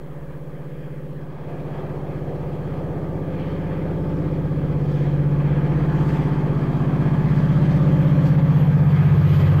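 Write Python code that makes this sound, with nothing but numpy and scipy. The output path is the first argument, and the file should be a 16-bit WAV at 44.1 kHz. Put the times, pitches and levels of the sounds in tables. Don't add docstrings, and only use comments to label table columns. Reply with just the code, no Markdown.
import sys
import numpy as np
from scipy import signal
from scipy.io import wavfile
from scipy.ndimage import uniform_filter1d, minimum_filter1d

SR = 44100
rng = np.random.default_rng(int(sys.argv[2]) if len(sys.argv) > 2 else 0)


def to_wav(sig):
    pcm = np.clip(np.atleast_2d(sig), -1, 1) * 32767
    pcm = np.round(pcm).astype(np.int16)
    wavfile.write(sys.argv[1], SR, pcm.T)


def gain_from_decibels(decibels):
    exponent = np.asarray(decibels, float) / 20
    return 10 ** exponent


N = 423360

# (time [s], speed [turns/s])
CRANK_SPEED = [(0.0, 16.08), (0.96, 15.961), (1.55, 16.103), (2.2, 15.944), (2.9, 16.075), (3.3, 16.124),
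               (3.85, 16.318), (4.2, 16.193), (4.75, 15.924), (5.15, 15.897), (5.5, 15.982), (6.1, 16.277),
               (6.4, 16.281), (7.0, 15.981), (7.8, 16.088), (8.2, 16.058), (8.8, 15.962), (9.6, 15.928)]
# (time [s], level gained [dB])
APPROACH = [(0, -1), (1.25, 2.6), (1.6, 3.5), (2.5, 6.5), (3.5, 9), (4.2, 11), (5.1, 10), (6, 12.5),
            (6.7, 9.5), (7.6, 11.5), (8.4, 10.5), (9.6, 9)]
# (order [per turn], level when far [dB])
LEAD_ORDERS = [(4, -43.5), (6, -38), (7, -41), (8, -37), (9, -29), (10, -33.5), (11, -42.5), (12, -44),
               (13, -53.), (15, -52), (18, -52), (22, -56.5), (25, -58), (32, -56.5)]
# (order [per turn], level over that read between the lead orders [dB])
WEAK_ORDERS = [(3, -10.5), (5, -14.5), (14, -15.), (16, -5), (17, -4), (19, -2), (20, -13), (21, -1),
               (23, 1), (24, -7.5), (26, -3.5), (27, -9), (28, -11.5), (29, -10), (30, -2), (31, -2.9),
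               (33, -5.5), (34, -4.5), (35, -3.5), (36, -4.5), (37, -7.), (39, -15)]
# (time [s], order [per turn], length [s], level [dB])
EXHAUST_SWELLS = [(.4, 6, 1.1, -18.5), (.3, 7, 0.55, -24), (.8, 4, 0.3, -6.), (2.1, 25, 1.1, 4),
                  (2.6, 7, .6, 2), (3.5, 11, 0.45, 3), (3.9, 8, 0.44, -7), (4.7, 7, 1.4, -5),
                  (5.2, 13, 0.82, -10.5), (6.2, 11, .4, -2.5), (6.8, 8, .4, 4.5), (7.1, 7, 0.88, 7),
                  (1.7, 22, .3, 4), (3.5, 9, 0.56, -5.5), (4.2, 18, 0.086, 6), (5., 4, 1.3, 2.5),
                  (5.2, 9, 0.36, 5.5), (5.2, 12, 0.63, 0.5), (6.15, 18, 0.068, 2.5), (6.2, 6, .6, -3.5),
                  (6.5, 10, 0.31, -5), (6.9, 15, 0.36, 8.5), (7.5, 12, 0.42, 4.5), (8., 4, .45, 2.5),
                  (8.05, 18, .3, 5.5), (7.9, 32, .25, 4.5), (8.9, 32, 0.35, -7.5), (7.3, 18, 0.26, -3),
                  (8.9, 18, 0.27, 2), (9.5, 6, 0.41, 8)]
GEAR_ORDERS = [54, 72.65, 78.4]
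# (level when far [dB], share of the approach [1])
GEAR_LEVELS = [(-61, 1.14), (-67.5, .9), (-74.5, 1.3)]
# (time [s], order [per turn], length [s], level [dB])
GEAR_SWELLS = [(.7, 54, 0.98, -5.5), (4.4, 54, 0.33, -3), (4.1, 54, 0.27, 0), (6.35, 54, .4, 6),
               (28, 54, .5, -0.5), (3.5, 72.65, 0.49, 5.5), (5., 72.65, 0.4, -7), (7.5, 72.65, 1.3, 8.5),
               (19, 72.65, .3, -18), (2.7, 78.4, 0.36, 10), (11, 78.4, 0.28, 11.5), (9.3, 78.4, 0.46, 17.5)]
# (time [s], nearness [0-1])
WHEELS_NEAR = [
    (0, 0.),
    (1.6, 0.02),
    (5.2, 0.23),
    (5.9, 0.53),
    (8, 0.74),
    (8.9, 0.74),
    (9.6, 1),
]
# (band [Hz], level when far [dB], step as the scene changes [dB], climb [dB])
ROAR_BANDS = [(450, -48.5, 10., 6.5), (700, -50, 11.5, 2.5), (1100, -52.5, 6, 11), (1900, -57.5, 4.5, 13),
              (2970, -58.5, 5.5, 12), (5800, -74.5, 6, 12.)]
# (frequency [Hz], level [dB])
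ROAR_COLOUR = [(120, -40), (220, -14), (300, -11), (450, -14), (640, -17), (900, -19), (1250, -22),
               (1400, -27), (2000, -28), (2800, -38), (3800, -44), (5500, -51), (8000, -57), (11000, -65),
               (14000, -78)]
# (frequency [Hz], width [Hz], level [dB])
BODY_MODES = [(520, 90, 4.), (720, 60, 3.5), (1640, 160, 5.), (2450, 300, 2.5), (3230, 330, 6.5),
              (4400, 500, 2.5)]
# (time [s], length [s], centre [Hz], level [dB], level in the rails [dB])
RUSHES = [(1.788, 0.083, 2016, 2.5, 5), (2.753, 0.1, 1514, 1, 0), (3.463, 0.1, 2790, 6, 4),
          (3.775, 0.1, 2050, 4.5, -3), (4.1, 0.08, 5600, 1, 3), (4.96, .11, 5520, 6, 0),
          (5.048, 0.064, 2206, 3.5, 3), (5.49, .14, 1900, 4.5, -1), (5.795, .05, 4980, 1.7, 4),
          (5.95, .2, 1100, 4, 3), (.8, 0.12, 2500, 4.5, 0), (4.3, .12, 6000, 1.5, 0),
          (6.107, 0.099, 7500, 7.5, 10.5), (7.408, 0.089, 5020, 2.5, 1), (6.174, 0.051, 2500, 2.5, 0),
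          (6.899, 0.46, 750, 2, 0.5), (0.145, 0.08, 750, 3.5, 0), (3.099, 0.11, 2500, -2.5, 0),
          (7.746, 0.14, 5550, 3, 0.5), (8.06, .05, 2200, 2, 5), (8.271, 0.026, 7260, 7.5, 4.),
          (8.6, 0.029, 2500, 4., 7.), (9., 0.061, 3530, 3.5, 0), (9.36, 0.078, 3990, 6.5, 5.)]
# (frequency [Hz], level [dB])
RUMBLE_COLOUR = [(10, -18), (25, -12), (40, -8), (56, 0), (68, -2), (88, -8), (120, -10), (180, -12),
                 (240, -14), (330, -35), (600, -110)]
# (start [s], end [s], level [dB])
GUSTS = [
    (5.002, 6.45, 4.5),
    (8.47, 9.7, -1.5),
]
# (time [s], level [dB], frequency [Hz])
CHIPS = [
    (1.2121, -59, 5010),
    (1.2346, -59, 5180),
    (1.3039, -61, 4610),
    (4.0687, -55, 4710),
    (4.0916, -55, 5170),
    (4.1669, -54, 5250),
    (4.1879, -52, 4910),
]
# (frequency [Hz], width [Hz], level [dB])
RAIL_MODES = [(11500, 1200, -9.), (13000, 1100, -.5), (14300, 1200, -12.)]
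# (time [s], gain [dB])
GAIN = [
    (0, .1),
    (5, -.4),
    (7.7, -1.2),
    (8.25, -5.5),
    (8.75, -9),
    (9.25, -12),
    (9.6, -12.5),
]
# (time [s], level [dB])
HISS_DIP = [
    (0, 0),
    (1.1, 0),
    (1.35, -3),
    (1.55, 0),
    (9.6, 0),
]
# (frequency [Hz], level [dB])
HISS_COLOUR = [(1000, -10), (3000, -3.5), (6000, -0.5), (10000, 1), (13000, 2.6), (15700, 2.3)]
# (frequency [Hz], level [dB])
WHISTLE = [(15601, -84), (15649, -87.5)]

ECHO_SHARE, ECHO_TURN, ECHO_FAR_S, ECHO_GROWTH, PASS_S = 0.62, 1.87, 0.00092, 0.0049, 10.67
JOIN_S, JOIN_LENGTH_S, JOIN_DIP_DB, JOIN_TURN = 1.18, 0.35, -3.5, .85
RUSH_OCTAVES = .7
RAILS_END_DB, RAILS_DB_PER_S, RAILS_FROM_S = -61, 5.5, 4
RUMBLE_FAR_DB, RUMBLE_DB_PER_S = -49, 1.82
HISS_DB, OFFSET, EDGE_HZ, CEILING = -66.5, .0153, 15770, .415


def evened(x):
    return x / np.sqrt(np.mean(x ** 2) + 1e-20)


def curve(rows, t):
    s, *columns = np.transpose(rows)
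    return np.array([np.interp(t, s, c) for c in columns])


def read(points, hz):
    f, value = np.transpose(points)
    return np.interp(np.log(hz + 1), np.log(f + 1), value)


def bell(x, centre, width):
    return np.exp(-.5 * ((x - centre) / width) ** 2)


def humps(modes, hz):
    return [(db, bell(hz, f, width / 2)) for f, width, db in modes]


def drift(top_hz, count):
    coarse_hz = 40
    coarse = rng.standard_normal((count, int(N / SR * coarse_hz) + 2))
    at = np.arange(coarse.shape[1]) / coarse_hz
    smooth = signal.filtfilt(*signal.butter(2, top_hz, fs=coarse_hz), coarse)
    return np.array([np.interp(np.arange(N) / SR, at, evened(row)) for row in smooth])


def noise(field_db, size, patchy_db, flicker_db):
    hop = size // 4
    t, hz = np.arange(N // hop + 5) * hop / SR, np.fft.rfftfreq(size, 1 / SR)
    a, b, patches = rng.standard_normal((len(t), len(hz), 3)).T
    patches = uniform_filter1d(patches, size=10, axis=0)
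    patches = evened(uniform_filter1d(patches, size=12, axis=1))
    flicker = evened(uniform_filter1d(rng.standard_normal(len(t)), size=4))
    level_db = field_db(t, hz) + patchy_db * patches + flicker_db * flicker
    z = (a + 1j * b) * gain_from_decibels(level_db)
    return signal.istft(z, nperseg=size, noverlap=size - hop)[1][:N]


def swells(rows, k, t):
    return sum(db * bell(t, s, length) for s, order, length, db in rows if abs(order / k - 1) < .06)


def ground_db(hz, t):
    lag = ECHO_FAR_S + ECHO_GROWTH / (PASS_S - t)
    return 20 * np.log10(abs(1 + ECHO_SHARE * np.exp(1j * (2 * np.pi * hz * lag + ECHO_TURN))))


def crank():
    return np.cumsum(curve(CRANK_SPEED, np.arange(N) / SR)[0]) / SR + .03


def exhaust(wander_db=3., waver=0.13, flutter_db=1.6):
    t, turns, out = np.arange(N) / SR, crank(), np.zeros(N)
    coarse = t[::256]
    leads = [round(k) for k, db in LEAD_ORDERS]
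    join_db = JOIN_DIP_DB * bell(coarse, JOIN_S + JOIN_LENGTH_S / 2, JOIN_LENGTH_S / 4)
    near_db = curve(APPROACH, coarse)[0] + join_db
    lead_db = [db + near_db + swells(EXHAUST_SWELLS, k, coarse) for k, db in LEAD_ORDERS]
    slow, scatter = drift(1.59, count=16), 2 * np.pi * rng.random(size=44)
    fast = drift(5.5, count=11)
    for k, db in [*[(k, 0) for k in leads], *WEAK_ORDERS]:
        k = round(k)
        place = np.interp(k, leads, np.arange(len(leads)))
        below, share = int(place), place % 1
        above = min(below + 1, len(leads) - 1)
        level_db = db + (1 - share) * lead_db[below] + share * lead_db[above]
        level_db = level_db + ground_db(k * curve(CRANK_SPEED, coarse)[0], coarse)
        level_db = np.interp(t, coarse, level_db)
        if k not in leads:
            level_db = level_db + wander_db * np.minimum(slow[k % len(slow)], 1)
            level_db = level_db + flutter_db * np.minimum(fast[k % len(fast)], 1)
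        delay = 2.4 * min(k - 9.5, .5)
        delay += scatter[k] if k > 12 or k in (4, 5) else 0
        delay = delay - .75 * (t - 4) * (k == 6)
        delay = delay - JOIN_TURN * (k - 9.7) * np.clip((1.45 - t) / .15, 0, 1)
        loose = waver * min(abs(k - 9.5), 9) * slow[(k + 5) % len(slow)]
        out += gain_from_decibels(level_db) * np.cos(2 * np.pi * k * turns + delay + loose)
    return np.sqrt(2) * out


def gears(waver=1.5, wander_db=3.):
    t, slow, turns = np.arange(N) / SR, drift(3.8, count=6), crank()
    near_db, out = curve(APPROACH, t)[0], np.zeros(N)
    for i, (k, (db, share)) in enumerate(zip(GEAR_ORDERS, GEAR_LEVELS)):
        level_db = db + share * near_db + swells(GEAR_SWELLS, k, t)
        level_db = level_db + wander_db * np.minimum(slow[i + 3], .5)
        out += gain_from_decibels(level_db) * np.sin(2 * np.pi * k * turns + waver * slow[i])
    return np.sqrt(2) * out


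def roar(trim_db=-2.0, throb=0.024, echo_share=0.14):
    band_hz, far_db, step_db, climb_db = np.transpose(ROAR_BANDS)[:, :, None]

    def bands_db(t):
        joined = np.clip((t - JOIN_S) / JOIN_LENGTH_S, 0, 1)
        return far_db + step_db * joined + climb_db * curve(WHEELS_NEAR, t)

    def field_db(t, hz):
        change_db = bands_db(t) - bands_db(t).mean(1, keepdims=True)
        place = np.interp(np.log(hz + 1), np.log(band_hz[:, 0]), np.arange(len(band_hz)))
        share = np.maximum(1 - abs(place[:, None] - np.arange(len(band_hz))), 0)
        colour_db = read(ROAR_COLOUR, hz) + sum(db * height for db, height in humps(BODY_MODES, hz))
        rush_db = 0
        for s, length, f, db, rail_db in RUSHES:
            spread = bell(np.log2(hz + 1), np.log2(f), RUSH_OCTAVES)
            rush_db = rush_db + db * np.outer(spread, bell(t, s, length))
        echo_db = echo_share * ground_db(np.minimum(hz, 700)[:, None], np.minimum(t, N / SR))
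        echo_db = echo_db * (hz < 700)[:, None]
        return colour_db[:, None] + share @ change_db + rush_db + echo_db

    x = noise(field_db, size=1024, patchy_db=1.36, flicker_db=0.69)
    power = np.mean(gain_from_decibels(2 * bands_db(np.arange(0, N / SR, .05))).sum(0))
    push = 1 + throb * np.cos(2 * np.pi * crank())
    return gain_from_decibels(trim_db) * np.sqrt(power) * evened(x) * push


def rumble(rise_s=0.11):
    t = np.arange(N) / SR
    x = noise(lambda t, hz: read(RUMBLE_COLOUR, hz)[:, None], size=4096, patchy_db=.5, flicker_db=1.)
    gust_db = sum(db * np.clip(np.minimum(t - a, b - t) / rise_s + .5, 0, 1) for a, b, db in GUSTS)
    return gain_from_decibels(RUMBLE_FAR_DB + RUMBLE_DB_PER_S * t + gust_db) * evened(x)


def bird(length_s=.009, sweep_hz=1900, trim_db=-4.):
    out, t = np.zeros(N), np.arange(0, length_s, 1 / SR)
    for s, db, hz in CHIPS:
        glide = hz + sweep_hz * (t / length_s - .5)
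        chip = gain_from_decibels(db + trim_db) * np.hanning(len(t)) * np.sin(2 * np.pi * np.cumsum(glide) / SR)
        out[round((s - length_s / 4) * SR):][:len(t)] += chip
    return out


def rails():
    def field_db(t, hz):
        height = sum(gain_from_decibels(db) * height for db, height in humps(RAIL_MODES, hz))
        return 20 * np.log10(height + 1e-6)[:, None]

    t = np.arange(N) / SR
    x = evened(noise(field_db, size=256, patchy_db=.8, flicker_db=.6))
    rush_db = sum(rail_db * bell(t, s, length) for s, length, f, db, rail_db in RUSHES)
    level_db = RAILS_END_DB - RAILS_DB_PER_S * (N / SR - t) + rush_db
    return gain_from_decibels(level_db) * np.clip((t - RAILS_FROM_S) / .3, 0, 1) * x


def limit(x, size=500):
    room = minimum_filter1d(np.minimum(1, CEILING / (abs(x) + 1e-9)), size)
    return x * uniform_filter1d(room, size)


def scene():
    return (exhaust() + gears() + roar() + rumble() + bird() + rails())[None]


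def top_cut(x):
    return signal.sosfilt(signal.butter(12, 15900, fs=SR, output="sos"), x)


def record(dry):
    t = np.arange(N) / SR
    gain_db = curve(GAIN, t)[0]
    hiss = noise(lambda t, hz: read(HISS_COLOUR, hz)[:, None], size=512, patchy_db=.3, flicker_db=.2)
    hiss = gain_from_decibels(HISS_DB + curve(HISS_DIP, t)[0] + .5 * gain_db) * evened(hiss)
    whistle = sum(np.sqrt(2) * gain_from_decibels(db) * np.sin(2 * np.pi * hz * t) for hz, db in WHISTLE)
    mix = limit(dry) + hiss + gain_from_decibels(gain_db) * (whistle + OFFSET)
    band_limit = signal.firwin(1023, EDGE_HZ, window=("kaiser", 9), fs=SR)
    mix = signal.oaconvolve(mix, band_limit[None], "same")
    return top_cut(mix)


dry = scene()
out = record(dry)
to_wav(out)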